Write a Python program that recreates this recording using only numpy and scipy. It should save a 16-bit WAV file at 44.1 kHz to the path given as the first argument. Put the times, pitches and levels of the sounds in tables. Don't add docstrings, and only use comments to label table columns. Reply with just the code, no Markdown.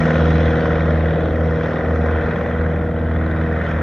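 import sys
import numpy as np
from scipy import signal
from scipy.io import wavfile
from scipy.ndimage import uniform_filter1d

SR = 44100
rng = np.random.default_rng(int(sys.argv[2]) if len(sys.argv) > 2 else 0)


def materialize(psi):
    bounded = np.clip(np.atleast_2d(psi).T, -1, 1)
    quanta = np.round(bounded * 32767).astype(np.int16)
    wavfile.write(sys.argv[1], SR, quanta)


N = 168462

# time in seconds, engine cycles per second in Hz.
ENGINE_SPEED = [(0, 19.97), (1.9, 19.955), (3.82, 19.975)]
# multiple, relative level in dB (unused for multiples 4 and 8).
HARMONICS = [(1, -45), (2, -25.5), (3, -36.5), (4, 0), (5, -14.5), (6, -15), (7, -48), (8, -3), (9, -14.5),
             (10, -21.5), (11, -21.5), (12, -5.5), (13, -21), (14, -16.5), (15, -18), (16, -10), (17, -23),
             (18, -27), (19, -32.5), (20, -17), (21, -30.5), (22, -50), (23, -12), (24, -6), (25, -49),
             (26, -12.5), (27, -17.5), (28, -24.5), (29, -15), (30, -39), (31, -35.5), (32, -18), (33, -30),
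             (34, -15.5), (35, -27.5), (36, -18.5), (37, -25), (38, -21.5), (39, -37), (40, -25)]
# time in seconds, level in dB.
FIRING_SWELL = [(0.08, -24.5), (0.11, -31), (0.2, -17.5), (0.37, -16), (0.52, -19), (0.59, -27),
                (0.86, -18.5), (1.05, -18.5), (1.16, -25), (1.44, -18.5), (1.58, -25), (1.63, -26),
                (1.69, -28.5), (1.79, -32.5), (1.87, -20.5), (1.99, -19), (2.17, -18.5), (2.34, -35),
                (2.6, -19), (2.92, -26), (3.05, -20.5), (3.5, -22), (3.64, -29.5), (3.75, -22)]
# time in seconds, level in dB.
OCTAVE_SWELL = [(0.08, -18.5), (0.31, -18), (0.4, -21.5), (1.16, -22.5), (1.34, -30.5), (1.43, -23),
                (2.42, -32.5), (2.47, -38.5), (2.49, -31), (2.7, -24), (2.73, -29.5), (3.75, -26.5)]
# time in seconds, level in dB.
DRONE_LEVEL = [(0.05, -20), (0.76, -21.5), (0.79, -23.5), (0.95, -20.5), (0.97, -22.5), (1.91, -22.5),
               (3.19, -26), (3.43, -25), (3.76, -26)]
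# time in seconds, level in dB, then low, middle and top treble in dB.
RASP_LEVELS = [(0.05, -25.5, -18, -27, -38), (0.18, -26.5, -13.5, -27.5, -44), (0.79, -28, -18, -31.5, -48),
               (1.21, -32, -15, -35, -43), (1.34, -32, -21, -33.5, -44), (1.7, -30.5, -17, -29.5, -46.5),
               (1.81, -29.5, -21, -35.5, -43.5), (2.0, -31.5, -22.5, -31, -43.5),
               (2.13, -28, -21.5, -39.5, -46), (2.31, -29, -21, -34, -45.5), (2.65, -31, -23.5, -38, -44.5),
               (2.95, -36.5, -19, -36.5, -36.5), (2.98, -33.5, -21.5, -39, -43),
               (3.52, -30.5, -22, -38, -44), (3.69, -27.5, -22, -34, -45), (3.75, -28.5, -19, -38, -44.5),
               (3.76, -28, -25, -39, -49.5)]
# place in the cycle from 0 to 1, relative puff strength in dB.
FIRINGS = [(0.071, -9), (.33, -17.5), (0.568, -14), (0.828, -17)]
# frequency in Hz, relative level in dB per Hz.
RASP_SPECTRUM = [(300, -60.5), (600, -18.5), (800, -4.5), (910, -14.5), (994, 1.5), (1150, -10),
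                 (1250, -0.5), (1360, -4), (1480, 2), (1660, -7), (1920, -1), (2110, -13.5), (2420, -15),
                 (2800, -25), (3260, -19.5), (3600, -23), (4240, -33.5), (4700, -38), (5300, -36.5),
                 (6100, -39), (6800, -47.5), (8000, -56), (11000, -62), (15700, -67.5)]
# frequency in Hz, relative level in dB per Hz.
ROAR_SPECTRUM = [(40, -25), (100, -13), (200, 4.5), (400, 6), (550, 14), (750, -0.5), (900, -2),
                 (1200, -56)]
# frequency in Hz, relative level in dB per Hz.
WIND_SPECTRUM = [(20, -35), (30, -38), (45, -8), (65, -5.5), (110, -10.5), (200, -5)]
# frequency in Hz, relative level in dB per Hz.
HISS_SPECTRUM = [(2000, -3), (6000, -1), (10000, -4), (15700, -12)]
# frequency in Hz, left-right likeness from 0 to 1.
COHERENCE = [(60, .999), (130, .994), (280, .98), (600, .96), (1300, .94), (2500, .88), (5000, .82),
             (9000, .88), (13000, .96)]
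# frequency in Hz, lead of the left channel in radians.
LEFT_LEAD = [(60, 0.01), (150, 0.08), (520, 0.26), (860, -0.5), (1890, 0.33), (2580, .2), (3500, 0.5),
             (6000, .7), (12000, .2)]
# frequency in Hz, left minus right in dB.
LEFT_LEAN = [(60, -.05), (150, -.3), (300, .4), (550, 1.1), (1000, -.2), (4000, -.05)]
TREBLE_ANCHORS = [2000, 3570, 5750, 9500]

PUFF_RISE_S, PUFF_FALL_S, PUFF_SPREAD_DB = .0025, .004, 1.0
STEADY_SHARE, ROAR_STEADY = 1.2, 2.5
WAVER_DB, WAVER_RAD, WAVER_HZ = 2.0, .45, 4.0
FIRST_FIRING, SKEW_RAD = .879, 2.94
THUMP_TOP_HZ, PIPE_LEAD_S, PIPE_FROM_HZ, PIPE_TURN_RAD = 240, .0045, 380, .9
UNEVEN_RAD = 1.3
LIKENESS = .35
ROAR_DB, WIND_DB, HISS_DB = -4, -28.5, -89
EDGE_HZ = 15780


def tones(cycle):
    count = len(HARMONICS)
    swells, slips = drift(WAVER_HZ, count), drift(WAVER_HZ, count)
    strongest, rest = np.zeros((2, N)), np.zeros((2, N))
    for (k, db), swell, slip in zip(HARMONICS, swells, slips):
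        hz = k * ENGINE_SPEED[0][1]
        lead = SKEW_RAD + 2 * np.pi * max(hz - THUMP_TOP_HZ, 0) * PIPE_LEAD_S
        lead += PIPE_TURN_RAD * (hz > PIPE_FROM_HZ)
        lead += UNEVEN_RAD * rng.standard_normal() * (k % 2)
        waver = WAVER_RAD * np.sqrt(hz / PIPE_FROM_HZ) * slip
        angle = 2 * np.pi * k * (cycle - FIRST_FIRING) + lead + waver
        left = np.cos(angle)
        right = np.cos(angle - read(LEFT_LEAD, hz)) / gain_of(read(LEFT_LEAN, hz))
        pair = np.array([left, right])
        if k in (4, 8):
            level = curve(FIRING_SWELL if k == 4 else OCTAVE_SWELL)
            strongest += np.sqrt(2) * gain_of(level + 0.48 * swell) * pair
        else:
            rest += gain_of(db + WAVER_DB * swell) * pair
    return strongest + gain_of(curve(DRONE_LEVEL)) * evened(rest)


def puffs(cycle):
    train = np.zeros(N)
    for place, db in FIRINGS:
        at = np.flatnonzero(np.diff(np.floor(cycle - place)))
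        spread = PUFF_SPREAD_DB * rng.standard_normal(200)[:len(at)]
        train[at] = gain_of(db + spread)
    t = np.arange(1500) / SR
    shape = (1 - np.exp(-t / PUFF_RISE_S)) ** 2 * np.exp(-t / PUFF_FALL_S)
    return STEADY_SHARE + evened(signal.oaconvolve(train, shape)[:N])


def rasp(beat):
    exhaust = noise(RASP_SPECTRUM, patchy_db=0.5, spots_db=3.0, treble=RASP_LEVELS)
    return gain_of(curve(RASP_LEVELS)) * evened(beat) * repeating(exhaust)


def roar(beat):
    turbulence = noise(ROAR_SPECTRUM, size=1024, patchy_db=0.5)
    level = gain_of(curve(DRONE_LEVEL) + ROAR_DB)
    return level * evened(ROAR_STEADY + beat) * repeating(turbulence)


def repeating(x):
    step = round(SR / ENGINE_SPEED[0][1])
    rows = np.pad(x, [(0, 0), (0, -N % step)]).reshape(2, -1, step)
    combed = signal.lfilter([1], [1, -LIKENESS], rows, axis=1)
    return evened(combed.reshape(2, -1)[:, :N])


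def wind():
    lumps = 0.89 * drift(6.0, count=1)[0]
    return gain_of(WIND_DB + lumps) * noise(WIND_SPECTRUM + [(400, -70)], size=4096)


def microphone_hiss():
    return gain_of(HISS_DB) * noise(HISS_SPECTRUM)


def noise(colour, size=512, patchy_db=0., spots_db=0., treble=None):
    hop = size // 4
    frames, hz = N // hop + 5, np.fft.rfftfreq(size, 1 / SR)
    a, b, c, d, patches, spots = rng.standard_normal((frames, len(hz), 6)).T
    patches = evened(uniform_filter1d(uniform_filter1d(patches, size=5, axis=0), size=40, axis=1))
    spots = evened(uniform_filter1d(uniform_filter1d(spots, size=4, axis=0), size=5, axis=1))
    same = np.clip(read(COHERENCE, hz), 0, 1)[:, None]
    left, other = a + 1j * b, c + 1j * d
    turn = (np.exp(-1j * read(LEFT_LEAD, hz)) / gain_of(read(LEFT_LEAN, hz)))[:, None]
    right = turn * (same * left + np.sqrt(1 - same ** 2) * other)
    spot_weight = np.minimum(hz / 3000, 1)[:, None]
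    field_db = read(colour, hz)[:, None] + patchy_db * patches + spots_db * spots * spot_weight
    if treble is not None:
        t = np.arange(frames) * hop / SR
        for k in range(1, 4):
            level = curve(treble, axis=k + 1, t=t)
            band = read(list(zip(TREBLE_ANCHORS, np.eye(4)[k])), hz)[:, None]
            field_db = field_db + band * (level - level.mean())
    spectra = np.array([left, right]) * gain_of(field_db)
    return evened(signal.istft(spectra, nperseg=size, noverlap=size - hop)[1][:, :N])


def drift(top_hz, count):
    t = np.arange(0, N + 256, 256) / SR
    f = np.geomspace(.2, top_hz, num=24)
    phase = f[:, None] * t + rng.random((count, 24, 1))
    waves = np.sin(2 * np.pi * phase) / f[:, None] ** .3
    return [np.interp(np.arange(N) / SR, t, evened(w)) for w in waves.sum(axis=1)]


def curve(rows, axis=1, t=None):
    rows = np.array(rows)
    return np.interp(np.arange(N) / SR if t is None else t, rows[:, 0], rows[:, axis])


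def read(points, hz):
    f, value = np.transpose(points)
    return np.interp(np.log(hz + 1), np.log(f + 1), value)


def evened(x):
    return x / np.sqrt(np.mean(x ** 2) + 1e-20)


def gain_of(db):
    return 10 ** (np.asarray(db) / 20)


def scene():
    cycle = np.cumsum(curve(ENGINE_SPEED)) / SR
    beat = puffs(cycle)
    return tones(cycle) + rasp(beat) + roar(beat) + wind()


def record(dry):
    wet = dry + microphone_hiss()
    low_pass = signal.firwin(511, EDGE_HZ, window=("kaiser", 9), fs=SR)
    return signal.oaconvolve(wet, low_pass[None], "same")


dry = scene()
out = record(dry)
materialize(out)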